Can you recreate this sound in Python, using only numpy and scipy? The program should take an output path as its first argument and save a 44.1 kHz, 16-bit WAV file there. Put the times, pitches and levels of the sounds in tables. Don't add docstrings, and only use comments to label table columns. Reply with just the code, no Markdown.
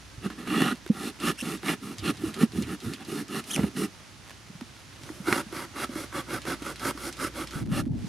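import sys
import numpy as np
from scipy import signal
from scipy.fft import rfft, irfft, next_fast_len
from scipy.io import wavfile
from scipy.ndimage import uniform_filter1d, map_coordinates

SR = 44100
rng = np.random.default_rng(int(sys.argv[2]) if len(sys.argv) > 2 else 0)


def inscribe(sig):
    pcm = np.round(np.clip(np.atleast_2d(sig).T, -1, 1) * 32767)
    wavfile.write(sys.argv[1], SR, pcm.astype(np.int16))


N = 356328

# time in seconds, relative peak in dB.
BLADE_TAPS = [(0.877, -33), (1.201, -29), (1.574, -35), (1.9833, -26.5), (1.9928, -31), (2.17, -33),
              (2.342, -25), (2.5207, -32), (2.6234, -24), (2.803, -33), (2.9355, -25), (2.954, -43),
              (3.05, -33), (3.2823, -33.5), (3.4404, -32), (5.035, -34), (6.4183, -28.5), (6.6225, -30.5),
              (6.759, -28), (6.796, -30), (7.1267, -29), (7.1694, -33), (7.473, -27.5), (7.5094, -30.5)]


def amp(db):
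    return 10 ** (np.asarray(db) / 20)


def unit(x):
    return x / np.sqrt(np.mean(x ** 2) + 1e-20)


def along(points, hz):
    freqs, values = np.transpose(points)
    return np.interp(np.log(hz + 1), np.log(freqs + 1), values)


def curves(rows):
    times, *columns = np.transpose(rows)
    return [np.interp(np.arange(N) / SR, np.sort(times), column) for column in columns]


def wobble(rate):
    return map_coordinates(rng.standard_normal(int(N * rate / SR) + 4), [np.arange(N) * rate / SR])


def arch(middle, length, droop_db=12):
    position = 2 * (np.arange(N) / SR - middle) / length
    return amp(-np.minimum(droop_db * position ** 2, 200))


def filtered(x, response):
    size = next_fast_len(x.shape[-1] + 8192)
    return irfft(rfft(x, size) * response(np.fft.rfftfreq(size, 1 / SR)), size)[..., :x.shape[-1]]


def coloured(x, spectrum):
    return filtered(x, lambda hz: amp(along(spectrum, hz)))


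def resonate(x, modes, low_hz, high_hz, order):
    def response(hz):
        return sum((-1) ** k * amp(db) * 1j * hz * width / (centre ** 2 - hz ** 2 + 1j * hz * width)
                   for k, (centre, width, db) in enumerate(modes))
    band = signal.butter(order, [low_hz, high_hz], "band", fs=SR, output="sos")
    return unit(signal.sosfilt(band, filtered(x, response)))


def add(track, start, sound, peak_db):
    span = track[round(start * SR):][:len(sound)]
    span += amp(peak_db) * sound[:len(span)] / np.abs(sound).max()


def wide_noise(spectrum, side_db):
    mid, side = (unit(coloured(rng.standard_normal(N), spectrum)) for _ in range(2))
    return np.array([mid + amp(side_db) * side, mid - amp(side_db) * side])


def background(hum_hz=60.5):
    # time in seconds, mean hiss level in dB, mean hum level in dB.
    levels = [(0, -50.5, -54.5), (2.5, -50.5, -71), (4.8, -50.5, -63), (5.2, -49, -61), (7.54, -48, -52.5),
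              (7.64, -57, -62), (7.9, -64, -58), (7.97, -55, -62), (8.08, -47, -59)]
    # frequency in Hz, relative level in dB.
    air_tone = [(20, -45), (45, -3), (100, 12), (160, 5.5), (230, 4), (310, 2.5), (460, -6), (1300, -4),
                (4000, -7.5), (6200, -9), (8000, -16), (12000, -25), (15800, -24)]
    air_db, hum_db = curves(levels)
    air = amp(air_db + 0.49 * wobble(13)) * wide_noise(air_tone, side_db=-5.5) * amp([[-1], [1]])
    hum_peak = amp(hum_db + 1.6 * wobble(4.02)) * np.sqrt(2)
    pitch = hum_hz * (1 + 0.0083 * wobble(11))
    return air + hum_peak * np.sin(2 * np.pi * np.cumsum(pitch) / SR)


def handling():
    # time in seconds, mean level in dB.
    levels = [(7.54, -77), (7.56, -34), (7.7, -33), (7.9, -34), (7.96, -33), (8.08, -41)]
    # frequency in Hz, relative level in dB.
    tone = [(15, -49), (25, -26), (76, -4.5), (130, -0.5), (189, -8), (244, -3), (383, -18), (452, -28.5),
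            (900, -35), (1170, -69), (1980, -120)]
    return amp(curves(levels)[0] + 1.6 * wobble(40)) * wide_noise(tone, side_db=-2.5)


def on_ground(x, t60=0.055):
    # frequency in Hz, level of the ground scatter in dB.
    spread = [(100, -16), (300, -23.5), (550, -13.5), (1200, -13.5), (4000, -13), (12000, -11.5)]
    # frequency in Hz, left minus right in dB.
    balance = [(60, 0), (200, -2.5), (600, -2.5), (2200, -3), (4400, -1), (8000, 0)]
    t = np.arange(SR // 16) / SR
    scatter = rng.standard_normal(len(t)) * amp(-60 * t / t60) * (t > .002)
    side = coloured(signal.fftconvolve(x, scatter / np.linalg.norm(scatter))[:N], spread)
    stereo = np.array([x + side, x - side])
    return filtered(stereo, lambda hz: amp(np.outer([.5, -.5], along(balance, hz))))


def grit(rate=300, level_db=-59):
    grains = (rng.random(N) < rate / SR) * rng.uniform(-1, 1, N) * amp(4.5 * wobble(17))
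    rustle = coloured(grains, [(150, -17), (400, -1.5), (2000, -2), (6000, -10.5), (14000, -21.5)])
    return amp(level_db) * unit(rustle)


def rocking(hz=88, width_hz=45, gain_db=-1):
    # middle in seconds, length in seconds, relative level in dB.
    sways = [(2.02, 0.084, -39), (2.12, .14, -47), (2.274, 0.14, -37), (2.61, 0.24, -39),
             (2.88, 0.078, -34.5), (3.639, 0.11, -34)]
    gain = sum(amp(db + gain_db) * arch(middle, length) for middle, length, db in sways)
    return gain * resonate(rng.standard_normal(N), [(hz, width_hz, 0)], low_hz=68, high_hz=158, order=4)


def knocks(swell_s=0.0057, t60=0.05, gain_db=-1.5):
    # start in seconds, relative peak in dB, panel pitch in Hz.
    bumps = [(0.176, -31.5, 117), (0.257, -17, 193), (0.616, -12, 215), (0.721, -19.5, 242),
             (0.897, -8, 213), (1.421, -21.5, 226), (2.234, -16.5, 308), (2.43, -8, 226),
             (2.582, -17.5, 213), (2.607, -19, 220), (2.875, -27, 150), (3.574, -20, 275),
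             (3.586, -12.5, 196), (3.635, -13, 202.5), (4.496, -34, 194), (4.548, -35.5, 163),
             (4.614, -28, 241), (5.032, -36.5, 124), (5.097, -28, 318), (5.199, -28, 189), (5.28, -16, 340),
             (5.32, -19.5, 239), (5.462, -33, 208), (5.889, -25, 250), (5.955, -23.5, 318),
             (6.616, -27, 287), (6.948, -31.5, 290), (7.552, -24, 134), (7.616, -22, 134),
             (7.716, -16.5, 166), (7.79, -21.5, 240), (7.863, -19.5, 239), (7.9, -20, 144),
             (8.038, -24.5, 187)]
    # multiple of the panel pitch, relative level in dB.
    partials = [(.6, -20.5), (1, 7.5), (1.5, -17), (2.3, -18.5)]
    track, t = np.zeros(N), np.arange(SR // 6) / SR
    envelope = amp(-60 * t / t60) * (1 - np.exp(-(t / swell_s) ** 3))
    for start, db, hz in bumps:
        ring = sum(amp(level + rng.normal(0, 3.3)) * np.sin(2 * np.pi * hz * ratio * t)
                   for ratio, level in partials)
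        add(track, start, ring * envelope, db + gain_db)
    return track


def fibres(rate, scatter_db, rub, clump_db, clump_rate):
    breaks = (rng.random(N) < rate / SR) * rng.choice([-1, 1], N)
    breaks = breaks * amp(scatter_db * rng.standard_normal(N))
    force = unit(breaks) + rub * rng.standard_normal(N)
    return unit(force * amp(clump_db * wobble(clump_rate)))


def crush():
    # middle in seconds, length in seconds, level in dB.
    crunches = [(3.589, 0.041, -32), (3.644, 0.03, -36.5)]
    # frequency in Hz, relative level in dB.
    tone = [(300, -21), (520, 3), (800, -2), (1100, -12), (2000, -13), (5000, -34)]
    grains = fibres(rate=990, scatter_db=7, rub=1.0, clump_db=5.0, clump_rate=160)
    gain = sum(amp(db) * arch(middle, length) for middle, length, db in crunches)
    return gain * unit(coloured(grains, tone))


def snaps(events, tone, t60, tail_db, tail_t60, gain_db):
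    track, t = np.zeros(N), np.arange(SR // 12) / SR
    envelope = amp(-60 * t / t60) + amp(tail_db - 60 * t / tail_t60)
    for start, db in events:
        add(track, start, coloured(rng.standard_normal(len(t)) * envelope, tone), db + gain_db)
    return track


def cracks():
    # time in seconds, relative peak in dB.
    breaks = [(0.262, -27), (0.302, -24.5), (0.475, -21.5), (0.505, -35), (0.62, -11.5), (0.863, -26.5),
              (1.632, -26), (2.374, -26), (3.634, -23), (4.611, -26.5), (5.091, -30), (5.283, -16),
              (5.327, -2), (5.526, -28.5), (5.759, -28), (6.127, -27), (6.453, -24.5), (6.976, -25),
              (7.717, -28)]
    # frequency in Hz, relative level in dB.
    tone = [(100, -30), (200, -24), (350, 20.5), (650, -14), (1000, 7.5), (1900, 5), (2800, -8), (4000, -6),
            (7000, -17.5), (14000, -20)]
    return snaps(breaks, tone, t60=0.015, tail_db=-16, tail_t60=0.058, gain_db=-2.5)


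def ticks():
    # frequency in Hz, relative level in dB.
    tone = [(800, -28), (2000, 18), (4200, 11.5), (7500, 12), (15000, -9)]
    return snaps(BLADE_TAPS, tone, t60=0.0038, tail_db=-14, tail_t60=0.091, gain_db=-1.0)


def skids(start_hz=5200, end_hz=2400, fall_s=.014, t60=0.15, gain_db=-6.5):
    track, t = np.zeros(N), np.arange(SR // 16) / SR
    glide = end_hz + (start_hz - end_hz) * np.exp(-t / fall_s)
    for start, db in BLADE_TAPS:
        pitch = glide * np.exp(rng.uniform(-0.18, .15))
        roughness = uniform_filter1d(rng.standard_normal(len(t)), size=28)
        scratch = roughness * np.sin(2 * np.pi * np.cumsum(pitch) / SR)
        add(track, start, scratch * amp(-60 * t / t60), db + gain_db)
    return track


def squeaks(jitter=0.057, flutter_db=4, scrape=0.18):
    # start and length in seconds, first, held and last pitch in Hz, relative level in dB.
    slips = [(1.379, 0.024, 2250, 2760, 3200, -35), (1.388, 0.016, 1300, 1680, 2300, -37),
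             (1.4, 0.024, 2600, 2750, 4020, -29.5), (3.503, 0.024, 2500, 3260, 4230, -29.5),
             (3.531, 0.018, 3470, 3070, 3350, -25.5), (3.549, .016, 3360, 2850, 2090, -27)]
    harmonics = [-7.5, -11, -11, -17]
    # frequency in Hz, gain in dB.
    steel = [(1000, 2), (3100, 4), (4600, -4.5), (6300, 5), (7600, -2.5), (9800, 2.5), (13000, -4)]
    track, t = np.zeros(N), np.arange(N) / SR
    unsteady, flutter = 1 + jitter * wobble(3000), flutter_db * wobble(600)
    for start, length, first_hz, held_hz, last_hz, level in slips:
        near = np.abs(t - start - length / 2) < length
        position = np.clip(2 * (t[near] - start) / length - 1, -1, 1)
        pitch = held_hz + (np.where(position < 0, first_hz, last_hz) - held_hz) * position ** 2
        phase = 2 * np.pi * np.cumsum(pitch * unsteady[near]) / SR
        tone = sum(amp(db) * np.sin(k * phase) for k, db in enumerate(harmonics, 1))
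        gain = arch(start + length / 2, length, droop_db=9)[near] * amp(level + flutter[near])
        track[near] += gain * (tone + scrape * rng.standard_normal(N)[near])
    return coloured(track, steel)


def shifting(x, depth_db):
    spectra = signal.stft(x, nperseg=512)[2]
    patches = uniform_filter1d(rng.standard_normal(spectra.shape), size=4, axis=0)
    patches = uniform_filter1d(patches, size=16, axis=1)
    return unit(signal.istft(spectra * amp(depth_db * unit(patches)), nperseg=512)[1][:N])


def stroke_gains(strokes, sag_db=5.5, fizz_follows=1.1):
    bite_s, stop_s, box_stop_s = 0.032, 0.019, 0.032
    gains = np.zeros((3, N))
    for start, press, ease, swell_db, rasp_db, boom_db, fizz_db in strokes:
        near = slice(max(round(start * SR) - SR // 5, 0), round((start + press + ease) * SR) + SR // 5)
        t = np.arange(N)[near] / SR - start
        force_db = -swell_db * np.clip(1 - t / press, 0, 1) ** 2
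        force_db -= sag_db * np.clip((t - press) / ease, 0, 1) ** 2
        force_db += 20 * np.minimum(t, 0) / bite_s
        after = np.maximum(t - press - ease, 0)
        gains[:, near] += amp([rasp_db + force_db - 20 * after / stop_s,
                               boom_db + force_db - 20 * after / box_stop_s,
                               fizz_db + fizz_follows * force_db - 20 * after / stop_s])
    return gains


def cut(strokes, box, board, box_top_hz, rasp_db, boom_db, fizz_db):
    # frequency in Hz, relative level in dB.
    fizz_tone = [(2500, -3), (4500, 0), (5500, 2.5), (6300, -1.5), (7500, -1.5), (10000, -2.5),
                 (15800, -7.5)]
    rasp, boom, fizz = stroke_gains(strokes)
    force = fibres(rate=4000, scatter_db=4.0, rub=0.5, clump_db=1.5, clump_rate=260)
    tearing = shifting(force, depth_db=2.0)
    sound = rasp * amp(rasp_db) * resonate(tearing, board, low_hz=536, high_hz=5500, order=2)
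    sound += boom * amp(boom_db) * resonate(force, box, low_hz=101.6, high_hz=box_top_hz, order=5)
    edge = tearing + 1.02 * rng.standard_normal(N)
    return sound + fizz * amp(fizz_db) * unit(coloured(edge, fizz_tone))


def sawing(second_cut_s=4.5, close_s=7.65):
    # start, pressing time and easing time in seconds, swell in dB,
    # then relative levels of board rasp, box boom and edge fizz in dB.
    strokes = [ (.24, 0.027, .005, 3, -38, -30.5, -52), (0.297, 0.0091, .027, 27, -46.5, -40.5, -62),
               (.391, .005, 0.048, -1.5, -44.5, -37.5, -57), (0.472, 0.16, 0.093, 9.5, -29.5, -25, -41.5),
               (0.928, 0.15, .023, 12.5, -39, -33.5, -45), (1.212, 0.07, 0.036, 12.5, -29.5, -25, -37.5),
               (1.435, 0.084, 0.047, 4, -39, -32, -44.5), (1.646, 0.055, 0.041, 8, -29.5, -27.5, -39.5),
               (1.835, .051, 0.057, -1.5, -48, -36.5, -53), (2.044, 0.062, .008, 5, -31, -24.5, -41),
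               (2.185, 0.093, 0.03, 12, -44.5, -33.5, -49), (2.364, 0.069, 0.013, 21.5, -33, -23.5, -40.5),
               (2.524, 0.066, 0.043, 14.5, -46, -31, -49), (2.673, 0.063, 0.017, 5.5, -43, -32.5, -49.5),
               (2.812, 0.037, 0.096, 17, -46, -35, -50.5), (2.97, 0.055, .005, 15, -45.5, -41.5, -62),
               (3.088, 0.11, 0.029, 2.5, -42.5, -32.5, -46.5), (3.302, 0.088, 0.014, 9.5, -36, -30, -43),
               (3.474, 0.039, 0.05, 5.5, -47.5, -44.5, -43.5), (3.572, 0.011, .1, -1, -43, -28.5, -49),
               (3.77, 0.069, 0.021, 3.5, -37.5, -27.5, -41.5), (5.0, 0.12, 0.15, 9, -61, -50, -58),
               (5.275, 0.076, 0.061, 3.5, -29, -30, -39.5), (5.531, 0.046, .075, 7, -37, -36.5, -46),
               (5.764, 0.081, .007, 8, -31, -33, -41.5), (5.91, 0.094, 0.047, 11.5, -39, -37.5, -46),
               (6.121, 0.052, 0.041, 19, -33, -34, -43.5), (6.275, 0.065, .04, 16.5, -33.5, -31.5, -43.5),
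               (6.454, 0.034, 0.058, 16, -32.5, -31, -42), (6.602, 0.083, 0.042, 18.5, -37.5, -36, -46),
               (6.795, 0.087, 0.029, 20, -31.5, -31, -37.5), (6.966, 0.11, 0.024, 14.5, -38, -37, -42.5),
               (7.17, 0.062, 0.047, 20.5, -32.5, -31.5, -40), (7.33, 0.056, 0.061, 21, -38, -35.5, -45),
               (7.51, 0.035, 0.076, 20, -41.5, -40, -49.5), (7.724, 0.073, 0.014, 6.5, -38, -30, -42), ]
    # centre and width in Hz, relative level in dB.
    first_box = [(148, 78, -7.5), (213.5, 100, 1), (316, 85, 0.5), (419.4, 78, -5.5)]
    first_board = [(556, 28, 3.5), (781, 50, 7), (902, 69, -1), (1136, 89, 7), (1254, 53, 11.5),
                   (1375, 57, 11), (1756, 88, 4.5), (1916, 45, 7.5), (2200, 580, -3), (2764, 130, 8),
                   (3004, 200, -0.5), (3380, 230, 1.5), (4290, 440, -7)]
    second_box = [(112, 33, -8), (263, 69, -2), (349.5, 44, 0.5), (583, 106, -8)]
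    second_board = [(702, 66, 0.5), (950, 98, 2.5), (1154, 46, 7.5), (1314, 71, 9.5), (1475, 150, 6.5),
                    (1610, 210, 3.5), (2130, 230, -1), (2794, 107, -2.5), (3330, 170, -4.5),
                    (3630, 510, -8), (5160, 180, -17)]
    first = [row for row in strokes if row[0] < second_cut_s]
    second = [row for row in strokes if second_cut_s <= row[0] < close_s]
    close = [row for row in strokes if row[0] >= close_s]
    saw = cut(first, first_box, first_board, box_top_hz=456, rasp_db=-0.33, boom_db=-1, fizz_db=2.1)
    saw += cut(second, second_box, second_board, box_top_hz=626, rasp_db=-0.5, boom_db=-1.37,
               fizz_db=1.75)
    return saw + cut(close, second_box, first_board, box_top_hz=690, rasp_db=3, boom_db=-5, fizz_db=2)


def scene():
    cutting = sawing() + cracks() + ticks() + knocks() + crush() + grit() + rocking()
    return on_ground(cutting + skids() + squeaks()) + background() + handling()


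def record(dry, top_hz=15830):
    # frequency in Hz, gain in dB.
    mic_response = [(8200, 0), (9700, 5.5), (11500, 2.5), (13000, -1), (14500, -7), (15800, -15)]
    return filtered(coloured(dry, mic_response), lambda hz: hz < top_hz)


dry = scene()
out = record(dry)
inscribe(out)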